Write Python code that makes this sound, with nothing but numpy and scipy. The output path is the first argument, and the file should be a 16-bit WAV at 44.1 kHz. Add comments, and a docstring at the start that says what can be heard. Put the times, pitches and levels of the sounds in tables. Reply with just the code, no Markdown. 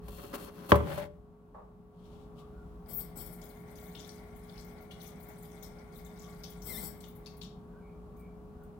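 """A metal air fryer basket, close to the microphone, is pushed over a wooden counter, knocks down hard and
slides to rest: slips and contacts ring its modes. Farther off, mostly to the left, a tap opens with a
squeal, water runs and splashes over hands, and the tap shuts with a whine: filtered grains, edge tones
and rising bubbles. An appliance hums throughout as steady tones over noise; faint chirps come from far away.
The recorder's limiter ducks for about a second after the knock."""
import sys
import numpy as np
from scipy import signal
from scipy.fft import rfft, irfft, next_fast_len
from scipy.io import wavfile
from scipy.ndimage import uniform_filter1d, minimum_filter1d, map_coordinates

SR = 44100
rng = np.random.default_rng(int(sys.argv[2]) if len(sys.argv) > 2 else 0)


def inscribe(sig):
    """Save sig as 16-bit PCM at rate SR to the path in sys.argv[1].

    A 1-D sig is mono; a 2-D sig holds one channel per row.
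    Samples are clipped to [-1, 1] before scaling.
    """
    pcm = np.round(np.clip(np.atleast_2d(sig).T, -1, 1) * 32767)
    wavfile.write(sys.argv[1], SR, pcm.astype(np.int16))


N = 387617
TIME = np.arange(N) / SR
TOP_HZ = 15850  # the recorder keeps nothing above this

# Contacts of the basket's base with the wood. Each row: time in seconds, then ring, crack and grit in dB.
CONTACTS = [(0.082, -42, -46.5, -45.5), (.341, -46, -45.5, -42), (.693, -33, -43, -39.5),
            (.719, 1.5, -2, -39), (.7225, -10.5, -12, -35), (0.7438, -12, -23, -49.5),
            (0.7552, -14.5, -23.5, -30.5), (0.804, -20.5, -42, -59), (.977, -26.5, -34, -37)]
# Colour of grit ground under the base. Each row: frequency in Hz, relative level in dB per Hz.
GRIT_TONE = [(1470, -36), (2500, -9.5), (2700, 0), (2850, -9.5), (3100, -2), (3950, -7), (4300, -3.5),
             (4700, -11), (6710, -11.5), (10500, -9), (11300, -5), (12200, -9.5), (15800, -7)]
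# Flow of water through the tap. Each row: time in seconds, level in dB.
FLOW = [(2.86, -8), (2.9, -4.5), (3.15, -4.5), (3.25, -1.5), (6.6, -3), (6.85, -1), (7.0, -6), (7.5, -16.5)]
# Splashes and last drips. Each row: time in seconds, reference peak in dB, central bubble pitch in Hz,
# spray in dB.
SPLASHES = [(3.4158, -48, 5700, -55.5), (3.7553, -53, 5790, -60), (3.9504, -41.5, 3330, -60.5),
            (3.9933, -46, 5460, -59.5), (4.0916, -41.5, 4760, -61.5), (4.5775, -46, 4520, -60),
            (4.9093, -44, 3280, -57.5), (5.0694, -51, 6300, -62), (5.6262, -45.5, 6300, -48),
            (6.0482, -52, 6770, -54.5), (6.1938, -49.5, 6100, -64), (6.2194, -50, 5720, -62.5),
            (6.4359, -38.5, 5180, -55), (6.6189, -48, 5500, -56), (7.005, -47, 8100, -56.5),
            (7.039, -46.5, 3480, -70.5), (7.2601, -40, 4180, -58), (7.414, -39, 3510, -63)]
# Stereo lean of the sink, of the basket by the microphone and of the room around.
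# Each row: frequency in Hz, left minus right in dB.
LEFTWARD = [(100, 6), (400, 13), (700, 5), (1300, -1), (2400, 12), (8000, 15.5), (15000, 18.5)]
CLOSE = [(100, -3), (400, 1.5), (650, 9), (1300, -1), (2400, 7.5), (8000, 12.5), (15000, 16.5)]
AROUND = [(60, 1), (200, 1.5), (400, -0.65), (700, 2.2), (3000, 3.2), (15000, 2)]


def amp(db):
    """Decibels to gain."""
    return np.exp(np.asarray(db) * (np.log(10) / 20))


def unit(x):
    """Scale to rms 1, for a pair the rms of its mid."""
    return x / np.sqrt(np.mean(np.atleast_2d(x).mean(0) ** 2) + 1e-20)


def along(points, hz):
    """Interpolate (Hz, value) points on a log frequency axis."""
    f, v = np.transpose(points)
    return np.interp(np.log(hz + 1), np.log(f + 1), v)


def level(rows):
    """Gain per sample from (s, dB) rows; silent outside them."""
    s, db = np.transpose(rows)
    return amp(np.interp(TIME, s, db)) * (TIME >= s[0]) * (TIME <= s[-1])


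def wobble(rate, size=N):
    """A smooth random curve, rate knots a second."""
    steps = np.arange(0, size * rate / SR + 1, .25)
    knots = rng.standard_normal(int(size * rate / SR) + 4)
    return np.interp(TIME[:size] * rate, steps, map_coordinates(knots, [steps]))


def filtered(x, response):
    """x times a response of frequency."""
    m = next_fast_len(N + SR // 4)
    return irfft(rfft(x, m) * response(np.fft.rfftfreq(m, 1 / SR)), m)[..., :N]


def fade(t, t60):
    """Exponential decay by 60 dB in t60 seconds."""
    return np.exp(-np.log(1000) * t / t60)


def lagged(x, seconds):
    """Follow x with a time constant."""
    keep = np.exp(-1 / (seconds * SR))
    return signal.lfilter([1 - keep], [1, -keep], x)


def bursts(times, dbs, t60, rise):
    """An envelope that rises fast at each time and dies away."""
    out, t = np.zeros(N + SR), np.arange(SR // 2) / SR
    for s, db in zip(times, dbs):
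        out[round(s * SR):][:len(t)] += amp(db) * fade(t, t60) * (1 - np.exp(-t / rise))
    return out[:N]


def swells(rows, axis=2, power=1):
    """Strokes whose speed rises and falls as half a sine; gain from one dB column."""
    out = np.zeros(N + 2 * SR)
    for row in rows:
        start, length, db = row[0], row[1], row[axis]
        arc = np.abs(np.sin(np.linspace(0, np.pi, round(length * SR))))
        out[max(round(start * SR), 0):][:len(arc)] += (amp(db) * arc ** power) ** 2
    return np.sqrt(out[:N])


def grains(rate, spread_db, size):
    """Two trains of tiny random impulses of uneven size; plain noise when very dense."""
    hit = rng.random(size) < rate / SR
    return rng.standard_normal((2, size)) * hit * amp(spread_db * rng.uniform(-1.4, 1.7, size))


def placed(envelope, spectrum, balance, rate=SR, spread_db=0, flutter_db=0):
    """Coloured stereo grains whose level follows the envelope and flutters around it."""
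    # Likeness of left and right at the microphone. Each row: frequency in Hz, correlation (1 is identical).
    likeness = [(60, 0.97), (200, 0.87), (500, 0.48), (1000, .2), (2000, 0.043)]
    start, end = np.flatnonzero(envelope)[[0, -1]]
    size, out = end - start, np.zeros((2, N))
    m = next_fast_len(size, True)
    hz = np.fft.rfftfreq(m, 1 / SR)
    alike = np.clip(along(likeness, hz), -1, 1)
    mid, side = rfft(grains(rate, spread_db, m)) * np.sqrt([1 + alike, 1 - alike])
    tone, lean = amp(along(spectrum, hz)), amp(along(balance, hz) / 2)
    left, right = (mid + side) * tone * lean, (mid - side) * tone / lean
    pair = unit(irfft([left, right], m)[:, :size])
    out[:, start:end] = pair * envelope[start:end] * amp(flutter_db * wobble(45, size))
    return out


def sung(drive, modes):
    """Light metal modes following a drive: narrow lines with randomly wavering pitch."""
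    width_hz = 45
    lines = 0
    for hz, db in modes:
        phase = 2 * np.pi * np.cumsum(hz + width_hz * wobble(400)) / SR
        lines = lines + amp(db) * np.sin(phase)
    return drive * lines


def mottled(x, depth_db):
    """Every droplet has its own pitch: short patches in time and frequency swell or drop out."""
    z = signal.stft(x, nperseg=256)[2]
    field = uniform_filter1d(rng.standard_normal(z.shape[1:]), size=6, axis=0)
    field = uniform_filter1d(field, size=5, axis=1)
    gain = amp(depth_db * np.clip(field / field.std(), -2.5, 2.5))
    return signal.istft(z * gain / np.sqrt(np.mean(gain ** 2)), nperseg=256)[1][:, :N]


def background():
    """An appliance's steady tones over fan noise and a low rumble with slow swells."""
    # Appliance tones. Each row: frequency in Hz, mean rms level in dB.
    tones = [(177.6, -60.5), (236.9, -64.5), (419.9, -56.5), (721.4, -74), (1125, -73), (1389, -83)]
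    # Fan noise. Each row: frequency in Hz, relative level in dB per Hz.
    air_tone = [(20, -24.5), (52, -5), (95, -5.5), (140, -5.5), (170, 3), (240, -7.5), (290, -10.5),
                (480, -16.5), (800, -17), (1150, -22), (1800, -37), (3300, -43), (6000, -50),
                (15800, -48.5)]
    # Low swells in the rumble. Each row: start in seconds, length in seconds, level in dB.
    thumps = [(0, 0.2, -45.5), (2.85, .25, -57), (5.49, .13, -49), (6.62, .26, -53), (8.0, 0.87, -53.5)]
    rumble_db, wander_db = -56.5, 3
    drift = wobble(3.3)
    hum = 0
    for hz, db in tones:
        hum = hum + np.sqrt(2) * amp(db) * np.sin(hz * (2 * np.pi * TIME + .0003 * drift))
    low = np.hypot(amp(rumble_db + wander_db * wobble(5.1)), swells(thumps))
    rumble = placed(low, [(15, -30.5), (42, -0.5), (60, -1.0), (90, -19.0), (300, -61)], AROUND)
    air = placed(np.full(N, amp(-52.0)), air_tone, AROUND)
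    return hum * amp(-0.02 + 0.62 * wobble(3.3)) + rumble + air


def ring(force):
    """The basket's modes driven by a force; neighbouring modes swing in opposite senses."""
    # Basket on the counter. Each row: frequency in Hz, left level in dB, right level in dB, t60 in seconds.
    modes = [(76, -14.5, -16.5, 0.43), (110.4, -12, -15.5, 0.18), (183.2, -10, -13.5, .18),
             (315, -15.5, -9, .05), (377.5, -16, -17, 0.16), (413.6, -18.5, -8.5, 0.14),
             (504, -14, -16.5, 0.073), (576, -9, -17.5, .2), (733, -6, -13.5, 0.027),
             (856, -22.5, -26.5, .17), (914, -14, -17, 0.065), (1010, -10.5, -8.5, 0.11),
             (1148, -14.5, -4.5, 0.03), (1350, -21.5, -16, 0.069), (1523, -24, -17, 0.069),
             (2010, -16, -18, .03), (2320, -26, -35.5, .08), (2745, -34.5, -33.5, .1),
             (3300, -25.5, -36.5, .05), (4480, -42, -46.5, 0.13)]
    t = np.maximum(np.arange(SR // 2) / SR - [[.00022], [0]], 0)  # the right microphone is nearer
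    body = 0
    for k, (hz, left, right, t60) in enumerate(modes):
        mode = amp([[left], [right]]) * np.sin(2 * np.pi * hz * t) * fade(t, t60)
        body = body + (-1) ** k * mode
    sound = signal.fftconvolve(force[None, :np.flatnonzero(force)[-1] + 1], body, axes=1)
    return np.pad(sound, ((0, 0), (0, N - sound.shape[1])))


def slide(strokes, tone, ring_db):
    """Dense small slips on the wood grain hiss and keep the basket and its rim ringing."""
    # Singing rim. Each row: frequency in Hz, level in dB against the grit before the stereo lean.
    rim_modes = [(2720, -15.5), (3270, -18.5), (4300, -14.5), (11350, -17.5)]
    rub = swells(strokes)
    grind = swells(strokes, axis=3, power=1.6)  # grit follows the sliding speed to this power
    scrape = placed(rub, tone, CLOSE, rate=5000, spread_db=-1, flutter_db=3.2)
    grit = placed(grind, GRIT_TONE, CLOSE, rate=5100, spread_db=-1.0, flutter_db=0.5)
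    rim = sung(grind, rim_modes) * amp([[5], [-1]])
    body = ring(amp(ring_db) * rub * rng.standard_normal(N))
    return scrape + grit + rim + body


def basket_slides():
    """The basket is shoved on one edge up to the knock, then slides flat on its base."""
    # Shoves on the edge, slides on the base.
    # Each row: start in seconds, length in seconds, scrape in dB, grit in dB.
    shove_strokes = [(0, 0.41, -53, -56), (.325, .05, -42, -46), (.34, 0.18, -50, -53.5),
                     (.45, .29, -56.5, -64), (.61, .13, -49.5, -61.5), (.683, .042, -38.5, -45.5)]
    flat_strokes = [(.81, .28, -35.5, -48.5), (.972, .05, -45, -52.5)]
    # Colour of the edge, then of the flat base, on wood. Each row: frequency in Hz, relative dB per Hz.
    edge_tone = [(150, -35), (250, -2.5), (373, -7), (414, 2), (449, -19.5), (570, 0.5), (626, -18.5),
                 (705, -14), (908, -14.5), (1090, -7.5), (1180, -9.5), (2210, -23.5), (2600, -26),
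                 (6000, -33.5), (7800, -55.5), (13200, -120)]
    flat_tone = [(88, -39), (150, -4), (298, -18), (419, -24), (441, -33), (571, 1), (655, -20),
                 (861, -9.5), (906, -18.5), (1710, -18.5), (2490, -26), (3280, -28.5), (6840, -45),
                 (9000, -44), (11700, -67), (19800, -120)]
    return slide(shove_strokes, edge_tone, ring_db=-36) + slide(flat_strokes, flat_tone, ring_db=-26)


def knocks():
    """Each contact rings the basket, cracks on the wood and grinds a little grit."""
    # Crack of metal on wood. Each row: frequency in Hz, relative level in dB per Hz.
    crack_tone = [(60, -21), (200, 0.5), (1200, 4.5), (1800, -9), (3200, -14.5), (5000, -27.5), (8000, -42),
                  (15000, -44.5)]
    s, ring_db, crack_db, grit_db = np.transpose(CONTACTS)
    force = np.bincount(np.round(s * SR).astype(int), amp(ring_db), N)
    crack = placed(bursts(s, crack_db, t60=0.017, rise=0.00026), crack_tone, CLOSE)
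    grit = placed(bursts(s, grit_db, t60=0.046, rise=.002), GRIT_TONE, CLOSE)
    return ring(force) + crack + grit


def thud():
    """The knock sets the wooden counter booming: a decaying burst of low noise."""
    tone = [(25, -45), (45, -26.0), (70, -7), (110, -5.5), (155, 1), (250, -12), (430, -10.0),
            (600, -25.5), (1500, -49.0)]
    knock_s = CONTACTS[3][0]
    return placed(bursts([knock_s], [-22], t60=.7, rise=.008), tone, AROUND)


def judder():
    """At the last contact stick and slip lock onto one mode of the base as it stops."""
    mode_hz, jitter = 585, .012  # jitter is a fraction of the pitch
    phase = 2 * np.pi * np.cumsum(mode_hz * (1 + jitter * wobble(160))) / SR
    envelope = bursts([CONTACTS[-1][0]], [-22], t60=0.36, rise=0.0035)
    return envelope * np.sin(phase) * amp([[0], [-10]])


def bumps():
    """Something set down across the room: a dull double knock of filtered noise."""
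    # Each row: time in seconds, level in dB.
    touches = [(1.544, -41.5), (1.583, -51.5)]
    tone = [(250, -32.5), (480, 0.5), (1050, -1), (1500, -17.0), (2500, -35.0), (5000, -48), (12000, -56.5)]
    return placed(bursts(*np.transpose(touches), t60=0.25, rise=0.0013), tone, AROUND)


def sleeve():
    """A sleeve rustles on the way to the tap: swelling, fluttering noise."""
    # Each row: start in seconds, length in seconds, level in dB.
    rustles = [(1.9, 0.4, -73.5), (2.35, 0.082, -68.5), (2.44, 0.4, -89.5)]
    tone = [(1200, -15), (2400, -5.5), (3300, 3.5), (5000, -7), (15000, -17.5)]
    return placed(swells(rustles), tone, LEFTWARD, flutter_db=2.0)


def chirps():
    """Short blurred notes from far away swell and fade, their pitch wavering."""
    # Each row: middle of the note in seconds, mean pitch in Hz, peak level in dB.
    notes = [(2.43, 1165, -61.5), (2.599, 1417, -64), (5.1, 1180, -67), (6.279, 1140, -59.5),
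             (6.93, 1640, -70.5), (7.76, 1495, -66), (7.87, 2290, -68.5), (8.15, 1156, -66),
             (8.24, 2300, -68.5), (8.62, 1440, -67.5)]
    t = np.arange(SR // 4) / SR
    out = np.zeros(N + SR)
    for s, hz, db in notes:
        phase = 2 * np.pi * np.cumsum(hz * (1 + 0.035 * wobble(276, len(t)))) / SR
        out[round(s * SR) - len(t) // 2:][:len(t)] += amp(db) * np.sin(phase) * np.hanning(len(t)) ** 2
    return out[:N]


def water():
    """The jet drums in the sink; its spray and droplets patter and slap off the hands."""
    # Drumming sink, then fine spray. Each row: frequency in Hz, relative level in dB per Hz.
    sink_tone = [(350, -21), (550, 0), (750, 4), (1000, -8.5), (1250, -17), (1400, 1), (1520, -8.5),
                 (1950, -7.5), (2200, -2), (2550, -25.5), (3300, -21), (6000, -32.5)]
    spray_tone = [(2500, -34), (3300, -8.5), (5400, -11), (7300, -7), (9300, -3), (11000, -2), (15200, 2.5),
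                  (15800, 0)]
    # Hands pass through the jet. Each row: start in seconds, length in seconds, spray in dB, patter in dB.
    rinses = [(3.28, .38, -63.5, -81), (3.73, .27, -60, -74), (3.96, 0.27, -65.5, -69),
              (4.42, 0.28, -70, -68), (4.98, 0.154, -59.5, -61.5), (5.2, 0.56, -70, -73),
              (5.92, 0.1, -58.5, -64), (6.03, 0.62, -66.5, -70), (6.42, .12, -63.5, -74)]
    # Fine drops spatter on the sink. Each row: time in seconds, relative level in dB.
    spatters = [(3.2592, -39.5), (3.3227, -45.5), (3.4326, -46), (3.6998, -56), (3.7807, -52.5),
                (4.357, -50.5), (4.6453, -52.5), (4.806, -59), (5.014, -44), (5.1977, -50), (5.2285, -52.5),
                (5.285, -52.5), (5.3797, -49.5), (5.4237, -44), (6.28, -70), (6.4987, -46), (6.9546, -52),
                (7.0818, -52.5), (7.1504, -48.5), (7.3665, -48), (8.1648, -57), (8.1939, -61),
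                (8.632, -61.5)]
    spray_db, patter_db, wander_db = -77, -81, 6  # the undisturbed jet, against the flow
    flow = level(FLOW)
    drum = placed(flow * amp(-61.5), sink_tone, LEFTWARD, flutter_db=2.5)
    jet = flow * amp(wander_db * wobble(28))
    times, peak_db, _, splash_spray_db = np.transpose(SPLASHES)

    spatter = amp(-5.5) * bursts(*np.transpose(spatters), t60=.13, rise=.003)
    spatter += bursts(times, splash_spray_db, t60=0.123, rise=.003)
    mist = np.hypot(amp(spray_db) * jet + spatter, swells(rinses))
    spray = placed(mist, spray_tone, LEFTWARD, rate=5500, spread_db=2, flutter_db=1.0)

    slaps = amp(-15.5) * bursts(times, peak_db, t60=0.17, rise=0.0016)
    patter = np.hypot(amp(patter_db) * jet + slaps, swells(rinses, axis=3))
    drop_tone = [(2000, -5), (2800, -9), (3400, 4.0), (4200, -2.5), (5400, 0), (9000, -8.0), (14000, -22.5)]
    drops = placed(patter, drop_tone, LEFTWARD, rate=1700, spread_db=-1.5, flutter_db=2.5)
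    return drum + mottled(spray + drops, depth_db=6.5)


def jet_hiss():
    """The spout hisses while water runs, most while air is still in the pipe."""
    # Jet coloured by the spout. Each row: frequency in Hz, relative level in dB per Hz.
    jet_tone = [(2700, -6), (3100, -32), (3380, -19), (3700, -17), (4500, 2), (6500, -8), (8000, 11),
                (8700, 12), (9400, 15), (10300, -1), (13000, 5), (15500, -4.5)]
    hiss_db, surge_db = -79.5, -54  # against the flow
    surge_s, surge_t60 = 1.5, 3.5  # seconds; the decay counts from before the flow lets it be heard
    surge = amp(surge_db) * fade(np.abs(TIME - surge_s), surge_t60) * (TIME > surge_s)
    return placed(level(FLOW) * (amp(hiss_db) + surge), jet_tone, LEFTWARD, flutter_db=0.9)


def whistle(rows, tone, jitter, count):
    """An unsteady edge tone at the valve seat; its partials glide through the tap's resonances."""
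    s, hz, db = np.transpose(rows)
    out, on = np.zeros(N), (TIME > s[0]) & (TIME < s[-1])
    pitch = np.interp(TIME[on], s, hz) * (1 + jitter * wobble(800)[on])
    phase = 2 * np.pi * np.cumsum(pitch) / SR
    partials = sum(amp(along(tone, k * pitch)) * np.sin(k * phase) for k in range(1, count + 1))
    out[on] = amp(np.interp(TIME[on], s, db)) * partials
    return out


def valve():
    """Water squeezed through the nearly shut valve hisses, whistles, rings the spout and shakes the pipe."""
    # The valve passes its narrow gap. Each row: start in seconds, length in seconds, hiss in dB.
    throttles = [(2.883, 0.033, -46), (2.928, .07, -62), (2.986, .025, -45), (3.155, 0.064, -46),
                 (3.238, 0.098, -60), (6.627, 0.04, -50), (6.66, 0.18, -44.5), (6.825, 0.054, -46)]
    # Colour of the hiss. Each row: frequency in Hz, relative level in dB per Hz.
    hiss_tone = [(1470, -40), (2500, -19), (2810, -33), (3130, -10), (3270, -10.5), (4260, -17),
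                 (5320, -7.5), (5980, -19), (6660, -21), (7890, -1), (9870, -10.5), (11300, -7),
                 (13300, -0.5), (14100, -1.5), (15800, -3)]
    # Opening squeal, then closing whine that sags and recovers.
    # Each row: time in seconds, central pitch in Hz, level in dB before tone and stereo lean.
    squeal_path = [(2.92, 11900, -76), (2.935, 13410, -45), (2.945, 14740, -43), (2.965, 15190, -42),
                   (2.98, 14330, -40), (2.995, 12870, -42), (3.02, 12460, -62)]
    whine_path = [(6.67, 2215, -72.5), (6.705, 2090, -52.5), (6.72, 2028, -55), (6.738, 1846, -57),
                  (6.76, 1757, -52), (6.785, 2087, -52), (6.805, 2010, -69), (6.83, 2132, -85)]
    # Resonances met by the whine. Each row: frequency in Hz, gain in dB of a partial there.
    whine_tone = [(1750, -5.5), (1950, -4), (2110, 9.5), (2400, -12), (3650, 2), (4300, -5), (5450, -1),
                  (6700, -19), (8100, 0), (10500, -4), (12700, 6), (15000, 1)]
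    # Rings of the spout. Each row: frequency in Hz, level in dB against the lagged hiss before the lean.
    spout_modes = [(4520, -20), (5480, -19.5), (8150, -17.5)]
    attack_s, release_s, spout_t60 = 0.0078, .018, 0.13
    squeeze, t = np.zeros(N), np.arange(SR // 2) / SR
    for s, length, db in throttles:
        attack = 1 - np.exp(-t / attack_s)
        release = np.exp(-np.maximum(t - length, 0) / release_s)
        squeeze[round(s * SR):][:len(t)] += amp(db) * attack * release
    hiss = placed(squeeze, hiss_tone, LEFTWARD, flutter_db=0.5)
    squeal = whistle(squeal_path, [(12000, 8.5), (15000, 8)], jitter=0.037, count=1) * amp([[3], [-15]])
    whine = whistle(whine_path, whine_tone, jitter=.009, count=8) * amp([[4], [-5]])
    spout = sung(lagged(squeeze, spout_t60 / np.log(1000)), spout_modes) * amp([[3], [-6]])
    pipe_tone = [(60, -27), (110, -4.5), (160, 0), (300, -12), (800, -15), (1600, -26), (3000, -50.5)]
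    shudder = placed(amp(-7.5) * squeeze, pipe_tone, AROUND)
    return mottled(hiss, depth_db=3.5) + squeal + whine + spout + shudder


def splashes():
    """A slap of water bursts into a cluster of small bubbles rising in pitch; stray drops fall in between."""
    out, t = np.zeros((2, N + SR)), np.arange(SR // 30) / SR
    chance = rng.random(size=(60, 3))
    stray_s, stray_db = 3.7 + 3.85 * chance[:, 0], -63 + 9 * chance[:, 1]
    strays = np.transpose([stray_s, stray_db, 4200 * 5.9 ** chance[:, 2]])
    for s, db, hz in np.vstack([np.array(SPLASHES)[:, :3], strays]):
        splash = np.zeros((2, SR // 4))
        waits = rng.exponential(.011, size=14)
        pitches = rng.normal(.04, .14, len(waits))
        sides = rng.uniform(-np.pi, np.pi, len(waits))  # phase of right against left
        for wait, pitch, side in zip(waits - waits.min(), pitches, sides):
            f = min(hz * np.exp(pitch), TOP_HZ)
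            phase = 2 * np.pi * f * t * (1 + 4.1 * t) + np.array([[0], [side]])
            bubble = np.sin(phase) * fade(t, 70 / f)
            splash[:, int(min(wait, .1) * SR):][:, :len(t)] += bubble * fade(wait, 0.18)
        out[:, round(s * SR):][:, :SR // 4] += amp(db + 4.5) * splash / np.abs(splash).max()
    return out[:, :N] * amp([[0], [-10]])


def kitchen(x):
    """The room's answer: noise in which each frequency dies at its own speed."""
    # Each row: frequency in Hz, t60 in seconds.
    decay = [(80, 1), (500, 0.41), (3000, 0.41), (12000, 0.21)]
    hz, t, z = signal.stft(rng.standard_normal((2, SR * 3 // 4)), SR, nperseg=256)
    tail = signal.istft(z * fade(t, along(decay, hz)[:, None]), SR, nperseg=256)[1]
    tail = np.pad(tail / np.linalg.norm(tail[0]), ((0, 0), (SR // 150, 0)))  # the room answers late
    return signal.fftconvolve(x, tail, axes=1)[:, :N]


def scene():
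    """The basket is close and dry; the sink is farther off and wetter."""
    hum = background()
    rubbing = basket_slides() + judder()
    blows = knocks() + thud()
    far = bumps() + sleeve() + chirps() + water() + jet_hiss() + valve() + splashes()
    room = kitchen(amp(-15) * blows + amp(-19) * rubbing + amp(-5.5) * far)
    return blows + rubbing + amp(-0.5) * far + room + hum


def limiter(x):
    """The gain drops just ahead of a peak, stays down for a while and then comes back."""
    ceiling, hold_s, release_db_per_s = 0.82, 1.19, 27.5
    over_db = 20 * np.log10(np.maximum(np.abs(x).max(0) / ceiling, 1))
    half = round(hold_s * SR / 2)
    held_db = -minimum_filter1d(-over_db, size=2 * half + 1, origin=half, mode="constant")
    recovery_db = release_db_per_s * TIME
    duck_db = np.maximum.accumulate(held_db + recovery_db) - recovery_db
    return x * amp(-uniform_filter1d(duck_db, size=64, origin=-31))  # the origin looks ahead


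def record(dry):
    """The microphone's low cut, the limiter, then the recorder's band limit."""
    low_cut = signal.butter(2, 36, "highpass", fs=SR, output="sos")  # Hz
    heard = signal.sosfilt(low_cut, dry)
    return filtered(limiter(heard), lambda hz: hz < TOP_HZ)


dry = scene()
out = record(dry)
inscribe(out)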